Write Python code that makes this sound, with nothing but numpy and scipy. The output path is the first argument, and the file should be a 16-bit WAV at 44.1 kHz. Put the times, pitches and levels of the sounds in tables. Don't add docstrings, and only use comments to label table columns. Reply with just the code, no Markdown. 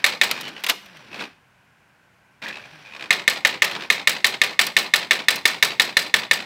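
import sys
import numpy as np
from scipy import signal
from scipy.fft import rfft, irfft, next_fast_len
from scipy.io import wavfile
from scipy.ndimage import uniform_filter1d

SR = 44100
rng = np.random.default_rng(int(sys.argv[2]) if len(sys.argv) > 2 else 0)


def persist_wave(psi):
    counts = np.round(np.clip(psi, -1, 1) * 32767).astype(np.int16)
    wavfile.write(sys.argv[1], SR, np.atleast_2d(counts).T)


N = 284445

# start_s, letters_from_mid_line, treble_db of each spoke
PRINT_RUNS = [(.042, 5, [0., -2.5]), (3.1063, -10, [-5.5, -1.5, -5.5, -4.5]),
              (3.9014, -5, [-3.5, 0., 0., -3.]), (4.5915, -1, [.5]), (4.7661, 0, [.5, 0., -3.]),
              (5.2837, 3, [.5]), (5.4543, 4, [.5, .5, .5, .5, -2.5, -2.])]
# pitch_hz, level_db, t60_s, polarity (opposed pairs swell and beat)
PLATEN_MODES = [(1798.6, 4.5, 0.024, -1), (2187, 2.5, 0.024, 1), (2514, 1, 0.017, 1),
                (2820, -11.5, 0.043, -1), (3463, -2.5, 0.022, -1), (3606, 2, 0.017, 1),
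                (3846, -4, 0.028, -1), (4128, -6, 0.029, 1), (5170, -11, 0.011, -1),
                (5880, -27.5, 0.021, 1)]
ROLLER_MODES = [(546, -5, 0.052, 1), (1195.4, -3.5, 0.08, -1), (1387, -4.5, 0.053, 1),
                (1590, -3.5, .04, -1)]
BRACKET_MODES = [(3950, -4.5, 0.045, 1), (4160, -6.5, 0.043, -1), (4720, -7, .04, 1)]
GEAR_MODES = [(1630, -8, 0.032, 1), (2490, 11, 0.026, -1), (3750, -9, .02, 1), (4600, -15, .015, -1)]
PAWL_MODES = [(1700, 2.5, 0.04, 1), (1970, 0, 0.031, -1)]
# delay_s, housing_db, metal_db, length_s
BOUNCES = [(.001, -5.5, -10.5, 0.0015), (.0065, -10.5, -17, 0.0023), (0.009, -19.5, -31.5, 0.0035),
           (0.018, -16, -32.5, 0.0079), (0.0196, -29.5, -18, 0.004), (0.0252, -20, -19, .0035)]
# first_s, last_s, first_rate_hz, last_rate_hz, first_db, peak_db, last_db,
# peak_place (0-1), pitch_hz
GEAR_TRAINS = [(0.342, 0.4, 99.5, 90.5, -27.5, -23.5, -27, 0.52, 2480),
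               (0.432, 0.502, 98.9, 91.4, -26.5, -25, -34, 0.49, 2950),
               (0.537, 0.607, 76.1, 77, -51, -24, -45, 0.46, 2950),
               (1.104, 1.159, 78.1, 64.1, -43, -23, -27.5, 0.71, 2560),
               (1.194, 1.27, 74, 61.9, -27, -23, -40, 0.65, 2560),
               (2.424, 2.509, 80.1, 73, -25.5, -23, -29, 0.75, 2443),
               (2.527, 2.606, 66.2, 87, -30, -25.5, -42, 0.52, 2570),
               (2.625, 2.66, 75.4, 139, -41, -34, -40, .4, 2460),
               (2.851, 2.899, 108, 96, -35.5, -38, -40, .4, 2460),
               (2.911, 2.964, 80.2, 65.8, -35.5, -26.5, -28, 0.77, 2490),
               (2.996, 3.057, 77.6, 56.9, -25, -23, -28, 0.47, 2480),
               (3.742, 3.762, 84.8, 68, -31, -19, -21, .45, 2550),
               (3.796, 3.851, 76, 58.6, -34, -18, -31.5, 0.34, 2460)]
# the first eight columns above, then
# metal_relative_db, chassis_relative_db, length_s
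FEED_TRAINS = [(0.032, 0.056, 112.9, 118.2, -20.5, -22.5, -24, .6, -12.5, -13.5, 0.005),
               (0.066, 0.125, 92.54, 57.55, -28, -20, -33.5, 0.33, -22.5, -5.5, 0.0042)]
# start_s, level_db, metal_relative_db, length_s
LATCH_CLACKS = [(0.292, -25, -19, 0.0017), (0.312, -4, -7, 0.0012), (0.33, -30, -25, 0.0015),
                (0.408, -24, -3.5, 0.0048), (0.478, -19, -20, 0.002), (0.488, -26, -13, 0.002),
                (0.605, -44, -1, 0.001), (0.637, -13.5, -6, 0.0023), (0.643, -11.5, -12, 0.0015),
                (0.664, -12.5, -7, 0.0034), (0.684, -16.5, -7, 0.019), (0.6961, -4, -4.5, 0.0029),
                (0.859, -36, -8, 0.0025), (0.97, -37, -10, 0.0022), (1.2, -25.5, -35, 0.0044),
                (2.485, -23, -14, 0.0024), (3.645, -25.5, 7.5, 0.0044), (3.711, -20.5, -15, 0.0033),
                (4.666, -16.5, 0.5, 0.0032), (5.357, -24.5, 3, 0.0044)]
# start_s, level_db
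PAWL_TAPS = [(2.46, -21), (2.476, -27), (2.501, -23.5), (2.51, -31)]
# time_s, whir_db, rumble_relative_db
CARRIAGE_RUNS = [
    [(0, -42.5, -6), (.04, -49.5, -15)],
    [(.33, -37, -14), (.46, -44.5, 0.5), (.63, -44.5, -8)],
    [(.74, -58, -20), (.9, -48, -15), (1.1, -50.5, -4), (1.13, -43.5, -6), (1.22, -34.5, -4.5),
     (1.27, -47, -1.5), (1.34, -63, -9)],
    [(2.42, -37.5, -8.5), (2.55, -48.5, -4), (2.66, -47, -13), (2.9, -49.5, -13), (3.1, -48, -3)],
    [(3.72, -36, -5.5), (3.85, -40.5, -6), (3.9, -52, -10)],
]
# time_s, pitch_hz, level_db
HUM_RUNS = [
    [(.72, 168, -55), (.82, 205, -55), (.92, 180, -53), (1.0, 140, -55), (1.1, 96, -55), (1.17, 70, -68)],
    [(2.58, 95, -66), (2.66, 125, -57), (2.75, 155, -54), (2.84, 142, -55), (2.92, 105, -61),
     (3.0, 70, -70)],
]
# multiple, relative_db
HUM_OVERTONES = [(2, -3), (4, -4), (5, -8)]
# frequency_hz, level_db
HOUSING_COLOUR = [(60, -25), (128, -11), (239, -6.5), (301, -15), (372, -6), (996, -4.5), (1420, -3),
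                  (2300, 3.5), (3050, 0), (4060, -1.5), (6040, -14), (9000, -24), (11700, -44.5)]
CHASSIS_COLOUR = [(100, -21.5), (220, -1), (400, -4), (950, 0), (1400, -7), (2500, -36)]
LATCH_COLOUR = [(120, -49), (300, -17), (1150, -7.5), (1420, -4.5), (2600, 1), (4330, -3.5), (4680, -9.5),
                (9000, -24), (11700, -49.5)]
METAL_COLOUR = [(2940, -13.5), (5000, 3), (7250, -6), (10100, -7), (13700, -7), (15800, -7.5)]
SPOKE_PEAK = [(7750, 3.5), (8150, -4)]
LEVER_PEAK = [(11900, -6.5), (12700, -0.5)]
WHIR_COLOUR = [(290, -43.5), (500, -6.5), (1350, -6.5), (1570, -1), (2120, -6), (2450, -4), (3000, -8),
               (5830, -16.5), (6270, -25.5), (15800, -37.5)]
HUSH_COLOUR = [(24, -41.5), (40, -8.5), (123, -3.5), (400, -19), (1090, -13.5), (1200, -19.5), (1540, -9.5),
               (1790, -17.5), (2480, -17), (3610, -28), (15800, -42)]
# frequency_hz, t60_s
HOUSING_DECAY = [(100, 0.89), (500, 0.2), (2000, 0.024), (8000, 0.057)]
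CHASSIS_DECAY = [(200, .12), (1200, 0.13)]
METAL_DECAY = [(5000, 0.022), (15000, 0.011)]

BLOW_GAP_S, CONTACT_S, ROLLER_SWELL_S = .17145, .0001, .0033
BLOW_DB, ROLLER_DB, BRACKET_DB, FEED_GEAR_DB = 4.5, -14.5, -26, -8.5
HARD_HZ, THIN_HZ = 3000, 850
MID_DB_PER_LETTER, REST_DB_PER_LETTER, MID_RISE_PER_LETTER = .86, 1.09, .0015
FIRM_DB, GEAR_LIMIT_DB = -30, -27
OVERTONE_HZ, WHINE_HZ, WHINE_DB = 149, 5850, -13
ROOM_T60_S, ROOM_DB, HUSH_DB = .39, -17.5, -57.5
BASS_HZ, OVERLOAD, TOP_HZ = 30, .69, 15900


def hammer():
    strikes, roller = np.zeros((2, N))
    push = np.sin(np.pi * np.clip(np.arange(20) / SR / CONTACT_S, 0, 1))
    for s, spoke_db, letter in blows():
        table = [(hz, db + spoke_db * (hz > HARD_HZ), *rest) for hz, db, *rest in platen(letter)]
        strike = np.convolve(modes(table, scatter_db=1), push / push.sum())
        add(strikes, s, undb(BLOW_DB) * strike)
        thud = modes(ROLLER_MODES, scatter_db=1)
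        swell = 1 - np.exp(-np.arange(len(thud)) / SR / ROLLER_SWELL_S)
        add(roller, s, undb(ROLLER_DB) * thud * swell)
    return highpass(strikes, THIN_HZ, order=2) + roller


def blows():
    return [(s + k * BLOW_GAP_S, db, letter + k)
            for s, letter, spokes in PRINT_RUNS for k, db in enumerate(spokes)]


def platen(letter):
    return [(hz * (1 + MID_RISE_PER_LETTER * letter), db + MID_DB_PER_LETTER * letter, *rest)
            if 2000 < hz < 2700 else (hz, db + REST_DB_PER_LETTER * letter, *rest)
            for hz, db, *rest in PLATEN_MODES]


def rattle(shake):
    bracket = np.zeros(N)
    contacts = [(*row, 1) for row in BOUNCES]
    contacts += [(delay, db, metal_db, length, 1.9) for delay, db, metal_db, _, length in feed_steps()]
    for s, spoke_db, letter in blows():
        jolts = np.zeros(SR // 5)
        for delay, db, metal_db, length, smear in contacts:
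            late, housing_luck, metal_luck = rng.standard_normal(3)
            delay *= 1 + .02 * late
            add(shake["housing"], s + delay, undb(db + .01 * letter + 2 * housing_luck) * chatter(length))
            hardness_db = spoke_db + 2 * metal_luck
            add(jolts, delay, undb(db + hardness_db) * chatter(length))
            add(shake["metal"], s + delay, undb(metal_db + hardness_db) * chatter(smear * length))
        detune = 1 + .015 * rng.standard_normal()
        steel = modes([(hz * detune, *rest) for hz, *rest in BRACKET_MODES], scatter_db=2.5)
        add(bracket, s, undb(BRACKET_DB) * ring(jolts, steel))
    return bracket


def feed_motors(shake):
    teeth = np.zeros(N)
    braking = FEED_TRAINS[1][:8]
    for s, _, _ in blows():
        for delay, _, _, chassis_db, length in feed_steps():
            add(shake["chassis"], s + delay, undb(chassis_db) * chatter(length))
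        for delay, db in train(*braking):
            add(teeth, s + delay, undb(db + FEED_GEAR_DB) * modes(GEAR_MODES, scatter_db=2.5))
    return teeth


def feed_steps():
    return [(delay, db, db + metal_db, db + chassis_db, length)
            for *steps, metal_db, chassis_db, length in FEED_TRAINS for delay, db in train(*steps)]


def latches(shake):
    for s, db, metal_db, length in LATCH_CLACKS:
        for part, relative_db in ("latch", 0), ("chassis", -17), ("levers", metal_db):
            add(shake[part], s, undb(db + relative_db) * chatter(length))


def gears(shake):
    teeth = np.zeros(N)
    for *knocks, gear_hz in GEAR_TRAINS:
        for s, db in train(*knocks):
            s += .0004 * rng.standard_normal()
            db += rng.standard_normal()
            add(teeth, s, gear_knock(gear_hz * (1 + .008 * rng.standard_normal()), db))
            passed_db = db + .35 * (db - FIRM_DB)
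            add(shake["housing"], s, undb(passed_db - 1) * chatter(.0015))
            add(shake["chassis"], s, undb(passed_db - 7) * chatter(.002))
            add(shake["metal"], s, undb(passed_db - 18.5) * chatter(.00047))
    return teeth


def gear_knock(pitch_hz, knock_db):
    main_hz = GEAR_MODES[1][0]
    side_db = .8 * max(knock_db - FIRM_DB + 6.5, 0)
    table = [(hz * pitch_hz / main_hz, db + side_db * (hz != main_hz), *rest)
             for hz, db, *rest in GEAR_MODES]
    return undb(min(knock_db, GEAR_LIMIT_DB) + 1.5) * modes(table, scatter_db=2.5)


def pawl():
    taps = np.zeros(N)
    for s, db in PAWL_TAPS:
        add(taps, s, undb([db]))
    return ring(taps, modes(PAWL_MODES))


def bodywork(shake):
    return (dense_body(shake["housing"], HOUSING_COLOUR, HOUSING_DECAY)
            + dense_body(shake["latch"], LATCH_COLOUR, HOUSING_DECAY)
            + dense_body(shake["metal"], sorted(METAL_COLOUR + SPOKE_PEAK), METAL_DECAY)
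            + dense_body(shake["levers"], sorted(METAL_COLOUR + LEVER_PEAK), METAL_DECAY)
            + dense_body(shake["chassis"], CHASSIS_COLOUR, CHASSIS_DECAY))


def carriage():
    t, out = np.arange(N) / SR, np.zeros(N)
    flicker_db = 2 * unit(uniform_filter1d(rng.standard_normal(N), 220))
    whir = noise(WHIR_COLOUR, N) * undb(flicker_db)
    rumble = noise([(60, -31), (130, 2.5), (220, 7), (450, 2.5), (800, -47.5)], N)
    for run in CARRIAGE_RUNS:
        s, db, rumble_db = np.transpose(run)
        edges_s = [s[0] - .002, s[0], s[-1], s[-1] + .01]
        moving = np.interp(t, edges_s, [0, 1, 1, 0]) if s[0] > 0 else t < s[-1]
        out += moving * undb(np.interp(t, s, db)) * (whir + undb(np.interp(t, s, rumble_db)) * rumble)
    return out


def carriage_motor():
    t, out = np.arange(N) / SR, np.zeros(N)
    waver = unit(uniform_filter1d(rng.standard_normal(N), 400))
    sway = unit(uniform_filter1d(uniform_filter1d(rng.standard_normal(N), 600), 600))
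    whine_phase = 2 * np.pi * np.cumsum(WHINE_HZ * (1 + .0045 * waver)) / SR
    for run in HUM_RUNS:
        s, hz, db = np.transpose(run)
        hum_hz, hum_db = np.interp(t, s, hz), np.interp(t, s, db)
        turn = 2 * np.pi * np.cumsum(hum_hz * (1 + .02 * sway)) / SR
        overtones = sum(undb(level) * np.sin(k * turn) for k, level in HUM_OVERTONES)
        overtones /= 1 + (hum_hz / OVERTONE_HZ) ** 4
        hum = undb(hum_db + 2.5 * sway) * (np.sin(turn) + overtones)
        whine = undb(hum_db + WHINE_DB + 4 * waver) * np.sin(whine_phase)
        out += ((t > s[0]) & (t < s[-1])) * (hum + whine)
    return out


def room(machine):
    tail = noise([(60, -6), (300, 0), (6000, 0), (15000, -5)], 16384) * fade(ROOM_T60_S, 16384)
    echo = np.concatenate([np.zeros(220), tail / np.sqrt(np.sum(tail ** 2))])
    return undb(ROOM_DB) * ring(machine, echo) + undb(HUSH_DB) * noise(HUSH_COLOUR, N)


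def train(first_s, last_s, first_hz, last_hz, first_db, peak_db, last_db, peak_place):
    count = max(int(round(2 * (last_s - first_s) / (1 / first_hz + 1 / last_hz))), 1)
    place = np.append(0, np.cumsum(np.linspace(1 / first_hz, 1 / last_hz, count)))
    place /= place[-1]
    levels_db = np.interp(place, [0, peak_place, 1], [first_db, peak_db, last_db])
    return zip(first_s + (last_s - first_s) * place, levels_db)


def modes(table, scatter_db=0):
    t = np.arange(2400) / SR
    tone = sum(polarity * undb(db + scatter_db * rng.standard_normal())
               * np.sin(2 * np.pi * hz * t) * fade(t60, len(t)) for hz, db, t60, polarity in table)
    return tone / np.abs(tone).max()


def dense_body(shake, colour, decay):
    size = next_fast_len(N, real=True)
    octave = np.log2(np.fft.rfftfreq(size, 1 / SR) + 1)
    spectrum, out = rfft(noise(colour, size)), 0
    for mid_hz in 40 * 2 ** np.arange(0, 9, .5):
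        keep = np.exp(-2 * np.log(1000) / SR / read(decay, mid_hz))
        stored = signal.lfilter([1 - keep], [1, -keep], shake ** 2)
        band = np.clip(1 - 2 * np.abs(octave - np.log2(mid_hz)), 0, 1)
        out += irfft(spectrum * band, size)[:N] * np.sqrt(stored)
    return out


def chatter(length_s):
    age = np.arange(1600) / SR / length_s
    return rng.standard_normal(1600) * np.minimum(4 * age, 1) * np.exp(-age)


def ring(force, body):
    return signal.oaconvolve(force, body)[:N]


def noise(colour, size):
    hz = np.fft.rfftfreq(size, 1 / SR) + 1
    return unit(irfft(rfft(rng.standard_normal(size)) * undb(read(colour, hz)), size))


def fade(t60, size):
    return np.exp(-np.log(1000) * np.arange(size) / SR / t60)


def read(table, hz):
    table_hz, values = np.transpose(table)
    return np.interp(np.log(hz), np.log(table_hz), values)


def add(track, s, piece):
    i = int(max(s, 0) * SR)
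    track[i:i + len(piece)] += piece[:max(len(track) - i, 0)]


def highpass(x, hz, order=1):
    return signal.sosfilt(signal.butter(order, hz, "high", fs=SR, output="sos"), x)


def undb(db):
    return 10 ** (np.asarray(db) / 20)


def unit(x):
    return x / np.sqrt(np.mean(x ** 2))


def scene():
    shake = {part: np.zeros(N) for part in ("housing", "latch", "metal", "levers", "chassis")}
    machine = hammer() + rattle(shake) + feed_motors(shake) + gears(shake) + pawl()
    latches(shake)
    machine += bodywork(shake) + carriage() + carriage_motor()
    return (machine + room(machine))[None]


def record(dry):
    thin = highpass(dry, BASS_HZ)
    flattened = thin / (1 + np.abs(thin / OVERLOAD) ** 8) ** (1 / 8)
    top_cut = signal.firwin(301, TOP_HZ, fs=SR, window=("kaiser", 8))
    return signal.oaconvolve(highpass(flattened, hz=115), top_cut[None], "same")


dry = scene()
out = record(dry)
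persist_wave(out)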